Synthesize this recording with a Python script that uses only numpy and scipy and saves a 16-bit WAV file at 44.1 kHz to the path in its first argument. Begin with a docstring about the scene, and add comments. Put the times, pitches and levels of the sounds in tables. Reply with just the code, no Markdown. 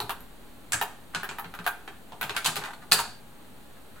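"""Plastic keys of an electronic typewriter clack in short bursts, close to the microphone.
Each contact is a crack of noise and the dense ring of its cap: down strokes clack, up strokes tick and
bounce, loose caps rattle, and the hollow case rings along. Some keys thump the desk as they bottom out
and some caps sing at their own pitch; there are two short pings and one faint, very high tick.
A small, quiet room answers over hum and hiss."""
import sys
import numpy as np
from scipy import signal
from scipy.fft import rfft, irfft
from scipy.io import wavfile
from scipy.ndimage import uniform_filter1d

SR = 44100
rng = np.random.default_rng(int(sys.argv[2]) if len(sys.argv) > 2 else 0)


def store_pcm(level_fs):
    """Save levels as 16-bit WAV."""
    pcm = np.round(np.clip(level_fs, -1, 1) * 32767).astype(np.int16)
    wavfile.write(sys.argv[1], SR, np.atleast_2d(pcm).T)


N = 176400
T = np.arange(N) / SR
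SIZE = 12288  # samples in one hit with its tail
KEYS_DB = 14.5  # gain on every press, release and rattle

# keys going down: t/s, relative level/dB, then EQ: knock/dB, snap/dB, click/dB, tick/dB
PRESSES = [(.002, -23.5, 11.5, -1.5, -1.5, 11.5), (.721, -14.5, -6.5, -5.5, 7.5, 3.5),
           (.7325, -10, -8.5, -11.5, 5.5, -12), (0.7403, -19.5, 3.5, -6, -7, 0),
           (1.148, -13, -0.5, -4.5, -4.5, -12), (1.290, -21, 1, -5.5, -2.5, -16),
           (1.311, -25.5, 6, -9, -7, -8), (1.444, -27, 1.5, -5, -17, -15),
           (1.589, -23.5, 2, -8.5, -15, -12), (1.877, -24, 2, -8.5, -15, -7),
           (2.121, -40, 19, 5.5, -5, -12), (2.212, -14.5, -3.5, -8.5, -13.5, 8),
           (2.2293, -19, 4, -3, -5, 0), (2.295, -19.5, 3, 0.5, -8, -5), (2.365, -12.5, -4, -1.5, -3.5, 1),
           (2.450, -17.5, 3.5, 1, 2, 5), (2.460, -20.5, 5, 12.5, 14, 15), (2.557, -22, -2, 0, -1, 10.5),
           (2.566, -22, 11, 3, 2.5, 3), (2.915, -20.5, 6, 9.5, 9, 12), (2.92, -6.5, 1.5, -0.5, 3, 9),
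           (2.928, -19, -12, -3, 17, 12)]
# keys springing back: t/s, relative level/dB, then EQ: knock/dB, snap/dB, click/dB, tick/dB
RELEASES = [(0.0942, -20, 6.5, 12, 10, 6.5), (.813, -15.5, 4.5, 11.5, 7, 8),
            (1.232, -20, -0.5, 5.5, 1.5, 3), (1.385, -23.5, 4, 6.5, 2, 8.5), (1.539, -26, 0, 6, 4, 0.5),
            (1.6643, -12, -1, 6, 4.5, 4.5), (2.99, -20, 4.5, 11, 20, 6)]
# loose caps rattling under a finger, and at 3.762 and 3.959 s faint finger rubs: t/s, length/s, relative
# level/dB, treble/dB
RATTLES = [(1.136, 0.013, -31, -8), (1.643, 0.014, -35.5, 6.5), (2.348, 0.0071, -28.5, 0),
           (2.445, 0.0098, -29, 20.5), (2.469, 0.032, -18.5, 3.5), (2.615, 0.013, -27, -8),
           (2.638, 0.021, -22, 1), (2.672, .035, -26.5, -3.5), (2.733, 0.0048, -34, 3),
           (2.821, 0.016, -34.5, -5), (2.984, 0.0068, -19, 5.5), (3.762, 0.025, -44, -2),
           (3.959, 0.025, -41.5, -1)]
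# a cap's knock, body, snap, click and tick bands: f/Hz
CAP_BANDS_HZ = (900, 1650, 3700, 8000, 13000)
# tone colour of each kind of contact: f/Hz, relative level/dB
PRESS_EQ = [(80, 2.5), (250, -15), (560, -10.5), (800, -2), (1600, 2.5), (2050, -1), (2500, 3),
            (4300, -0.5), (5200, -8.5), (7500, -7), (11000, -12), (16000, -22.5)]
RELEASE_EQ = [(250, -20), (560, -11), (800, 0), (1800, 3), (2080, -11), (2450, -8), (4400, -21),
              (5300, -26), (8000, -27), (12000, -18), (16000, -22.5)]
RATTLE_EQ = [(80, -20), (550, -4.5), (800, 11), (1700, 12), (2100, 5), (4200, 1), (5300, -9), (8500, -7),
             (16000, -19.5)]
# modes of the hollow case: f/Hz, t60/s, level/dB over the plain contact
CASE_MODES = [(411, 0.045, 2), (725, 0.15, 1), (812, 0.12, -7.5), (913, 0.35, -16.5), (1206, 0.26, -2),
              (1450, 0.28, 1), (1570, 0.17, -3.5), (2420, 0.25, -2)]
# short pings and one faint, very high tick: t/s, f/Hz, level/dB
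PINGS = [(.003, 4170, -9.5), (.206, 11760, -26), (2.9204, 4270, 7.5)]
# keys bottoming out: t/s, f/Hz, relative level/dB
THUMPS = [(.025, 114, -37.5), (0.737, 111, -35.5), (1.157, 154.5, -36.5), (1.45, 162, -40.5),
          (1.592, 168.4, -37), (2.239, 120, -42.5), (2.473, 155.5, -34.5), (2.57, 159.7, -41),
          (2.933, 167.4, -35.5)]
# modes of case and desk in a thump: nominal ratio to its pitch, relative level/dB
THUMP_MODES = [(.7, -9.5), (1.001, 0), (1.5, -7.5), (2.601, -8)]
# caps with a pitch of their own, and at 2.921 s the lingering ring of the second ping: t/s, f/Hz, level/dB
CAP_TONES = [(.096, 944, -28), (.096, 1450, -36), (.734, 717, -34), (.815, 940, -24), (.814, 2850, -32),
             (1.667, 826, -26.5), (1.666, 1540, -28.5), (2.213, 1500, -25.5), (2.303, 409, -32.5),
             (2.366, 1550, -23.5), (2.46, 3034, -25), (2.685, 814, -36), (2.921, 4170, -21),
             (2.991, 929, -22)]
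# bands of the room's tail: f/Hz, t60/s, relative level/dB
ROOM_BANDS = [(150, 0.5, 4.5), (1006, 0.36, 1.5), (4000, 0.47, -5.5), (9200, 0.34, 0.5), (14700, 0.21, 1.5)]
# stereo image of contacts and room, and of the air: f/Hz, left-right correlation
KEY_IMAGE = [(700, 0.97), (1400, 0.82), (2300, 0.25), (15000, 0.71)]
AIR_IMAGE = [(700, 0.5), (4400, 0), (8000, 1)]
# room air and microphone hiss: f/Hz, relative level/dB
AIR_EQ = [(50, -7), (185, -8), (245, -5), (315, -10), (545, -13.5), (820, -15.5), (1600, -19), (2100, -23),
          (4300, -24), (5200, -35), (8500, -29), (16000, -32)]
# machine hum: f/Hz, level/dB
HUM = [(247.6, -67.5), (829, -68)]
# fade of the deep hum: t/s, level/dB
RUMBLE_FADE = [(.3, -56), (.5, -61), (1.3, -81.5)]


def undb(db):
    """Decibels to gain."""
    return 10 ** (np.asarray(db) / 20)


def unit(x):
    """Scale to unit energy."""
    return x / np.sqrt(np.sum(x ** 2))


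def curve(points, size):
    """Draw (f/Hz, value) points across the bins of a spectrum, on a log frequency axis."""
    hz, values = np.array(points, float).T
    return np.interp(np.log(np.fft.rfftfreq(size, 1 / SR) + 1), np.log(hz), values)


def add(out, at, x):
    """Mix a sound in at a time in seconds."""
    i = max(int(at * SR), 0)
    out[:, i:i + x.shape[-1]] += x[..., :out.shape[1] - i]


def equalise(x, gain):
    """Minimum-phase EQ with a gain for each bin, so attacks stay crisp."""
    cepstrum = irfft(np.log(gain + 1e-9))
    cepstrum[..., 1:SIZE // 2] *= 2
    cepstrum[..., SIZE // 2 + 1:] = 0
    return irfft(rfft(x) * np.exp(rfft(cepstrum)))


def stereo_spectra(image, size):
    """Spectra of two noises with the given left-right correlation."""
    likeness = np.clip(curve(image, size), -.99, .99)
    mid, side = rfft(rng.standard_normal((2, size)))
    return np.sqrt((1 + likeness) / 2) * mid + np.sqrt((1 - likeness) / 2) * side * np.array([[1], [-1]])


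def hum_and_hiss(air_db=-52, rumble_hz=35.3):
    """The bed: room air, microphone hiss, a faint machine hum and a deep hum that dies down."""
    air = irfft(stereo_spectra(AIR_IMAGE, N) * undb(curve(AIR_EQ, N)), N)
    hum = sum(undb(db) * np.sin(2 * np.pi * (hz * T + rng.random())) for hz, db in HUM)
    rumble = undb(np.interp(T, *np.array(RUMBLE_FADE).T)) * np.sin(2 * np.pi * rumble_hz * T)
    return undb(air_db) * air / np.std(air.mean(axis=0)) + np.sqrt(2) * (hum + rumble)


def contact(ring_s, ring_db, room_db=0, crack_s=.0008):
    """Plastic hits plastic: a crack and the cap's dense ring, different at each microphone, plus room."""
    t = T[:SIZE]
    crack = np.sqrt(2) * unit(irfft(stereo_spectra(KEY_IMAGE, SIZE)) * t * np.exp(-t / crack_s))
    ring = np.sqrt(2) * unit(irfft(stereo_spectra(KEY_IMAGE, SIZE)) * np.exp(-t / ring_s))
    hit = crack + undb(ring_db) * ring
    humps = uniform_filter1d(abs(rfft(hit)) ** 2, size=121)
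    flat = unit(equalise(hit, humps ** -.5))  # broad humps go, the fine grain stays
    return np.sqrt(2) * np.hypot(1, undb(ring_db)) * flat + undb(room_db) * room()


def room(onset_s=.0023, predelay_s=.0088, early_s=.013, tail_db=1, early_db=-1):
    """The room's answer to a click: early scatter off nearby surfaces and a tail whose top dies first."""
    t, noise = T[:SIZE], stereo_spectra(KEY_IMAGE, SIZE)
    tail = 0
    for hz, t60, db in ROOM_BANDS:
        band = curve([(centre, centre == hz) for centre, _, _ in ROOM_BANDS], SIZE)
        envelope = undb(db - 60 * t / t60) * (1 - np.exp(-t / onset_s))
        tail = tail + irfft(noise * band) * envelope
    early = irfft(noise)[:, ::-1] * np.exp(-t / early_s) * (t > predelay_s)
    return np.sqrt(2) * (undb(tail_db) * unit(tail) + undb(early_db) * unit(early))


def keycap(hit, eq, db, knock, snap, click, tick, ripple_db=2.6):
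    """Voice a contact with the EQ of its kind, then the tone and narrow resonances of its own cap."""
    kind = undb(curve(eq, SIZE))
    kind /= np.sqrt(np.mean(kind ** 2))
    own = undb(curve(list(zip(CAP_BANDS_HZ, (knock, 0, snap, click, tick))), SIZE))
    ripple = uniform_filter1d(uniform_filter1d(rng.standard_normal(len(kind)), size=22), size=15)
    resonances = undb(ripple_db * ripple / ripple.std())
    fade_out = np.minimum((T[SIZE] - T[:SIZE]) / .04, 1)
    return 2 * undb(db + KEYS_DB) * fade_out * equalise(unit(hit), kind * own * resonances)


def key_presses():
    """A key going down lands with one short clack."""
    out = np.zeros((2, N))
    for at, *levels in PRESSES:
        add(out, at, keycap(contact(ring_s=.007, ring_db=-1), PRESS_EQ, *levels))
    return out


def hollow_case(clacks):
    """The case rings along with every contact, each mode a damped resonator."""
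    out = clacks
    for hz, t60, db in CASE_MODES:
        loss = np.log(1000) / (t60 * SR)
        pole = np.exp(2j * np.pi * hz / SR - loss)
        out = out + 2 * loss * undb(db) * signal.lfilter([1], [1, -pole], clacks + 1e-18).real
    return out


def short_tones(hits, rise_s, decay_s, room_db, pitch_jitter=0, left_lead_rad=0):
    """Each tone swells and dies away at its own pitch, with a send to the room."""
    out, t = np.zeros((2, N)), T[:SIZE]
    envelope = (1 - np.exp(-(t / rise_s) ** 2)) * np.exp(-t / decay_s)
    for at, hz, db in hits:
        phase = 2 * np.pi * np.cumsum(hz * (1 + pitch_jitter * rng.standard_normal(SIZE))) / SR
        tone = undb(db) * envelope * np.sin(phase + np.array([[left_lead_rad], [0]]))
        add(out, at, tone)
        add(out, at, undb(room_db) * signal.fftconvolve(room(), tone, axes=1))
    return out


def pings():
    """Short, gritty pings and one faint, very high tick."""
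    return short_tones(PINGS, rise_s=.0005, decay_s=.0007, room_db=-4, pitch_jitter=.2, left_lead_rad=1.1)


def desk_thumps(rise_s=.0084, t60_s=.18, detune=.06, gain_db=3):
    """A key at the bottom of its travel pushes softly on case and desk, waking their low modes."""
    out, t = np.zeros((2, N)), T[:SR // 2]
    envelope = undb(gain_db - 60 * t / t60_s) * (1 - np.exp(-t / rise_s))
    for at, hz, db in THUMPS:
        for ratio, mode_db in THUMP_MODES:
            mode_hz = hz * ratio * (1 + detune * rng.standard_normal())
            add(out, at, undb(db + mode_db) * envelope * np.sin(2 * np.pi * mode_hz * t))
    return out


def key_releases(bounce_s=.0113):
    """A key springs back with a tick and bounces once, softer and brighter."""
    out = np.zeros((2, N))
    for at, *levels in RELEASES:
        stroke, bounce = (contact(ring_s=.011, ring_db=2, room_db=-4) for _ in range(2))
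        bright_bounce = bounce[:, 1:] + .55 * np.diff(bounce)
        add(stroke, bounce_s, undb(-4) * bright_bounce)
        add(out, at, keycap(stroke, RELEASE_EQ, *levels))
    return out


def cap_tones():
    """Some caps sing briefly at a pitch of their own, and the second ping lingers on."""
    return short_tones(CAP_TONES, rise_s=.0036, decay_s=.017, room_db=-15.5)


def cap_rattles(rebounds=3, ring_s=.0044, ring_db=4.5):
    """A loose cap chatters under a finger, or a finger rubs faintly: one contact, then unevenly spaced
    rebounds."""
    out = np.zeros((2, N))
    for at, length, db, treble in RATTLES:
        chatter = contact(ring_s, ring_db)
        for step, slip in enumerate(rng.random(size=rebounds)):
            add(chatter, length * (step + slip) / rebounds, contact(ring_s, ring_db))
        add(out, at, keycap(chatter, RATTLE_EQ, db, knock=0, snap=treble, click=treble, tick=treble))
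    return out


def scene():
    """The keys play through their case, layered with tones, pings and thumps over the quiet bed."""
    low_cut = signal.butter(2, 149, "highpass", fs=SR, output="sos")  # the contacts carry no deep bass
    clacks = signal.sosfilt(low_cut, key_presses() + key_releases() + cap_rattles())
    return hollow_case(clacks) + cap_tones() + pings() + desk_thumps() + hum_and_hiss()


def record(dry, top_hz=16000, dc_offset=-.0035):
    """Clip at full scale, cut the top steeply and add a slight offset."""
    high_cut = signal.ellip(10, .2, 70, top_hz, fs=SR, output="sos")
    return signal.sosfilt(high_cut, np.clip(dry, -1, 1)) + dc_offset


dry = scene()
out = record(dry)
store_pcm(out)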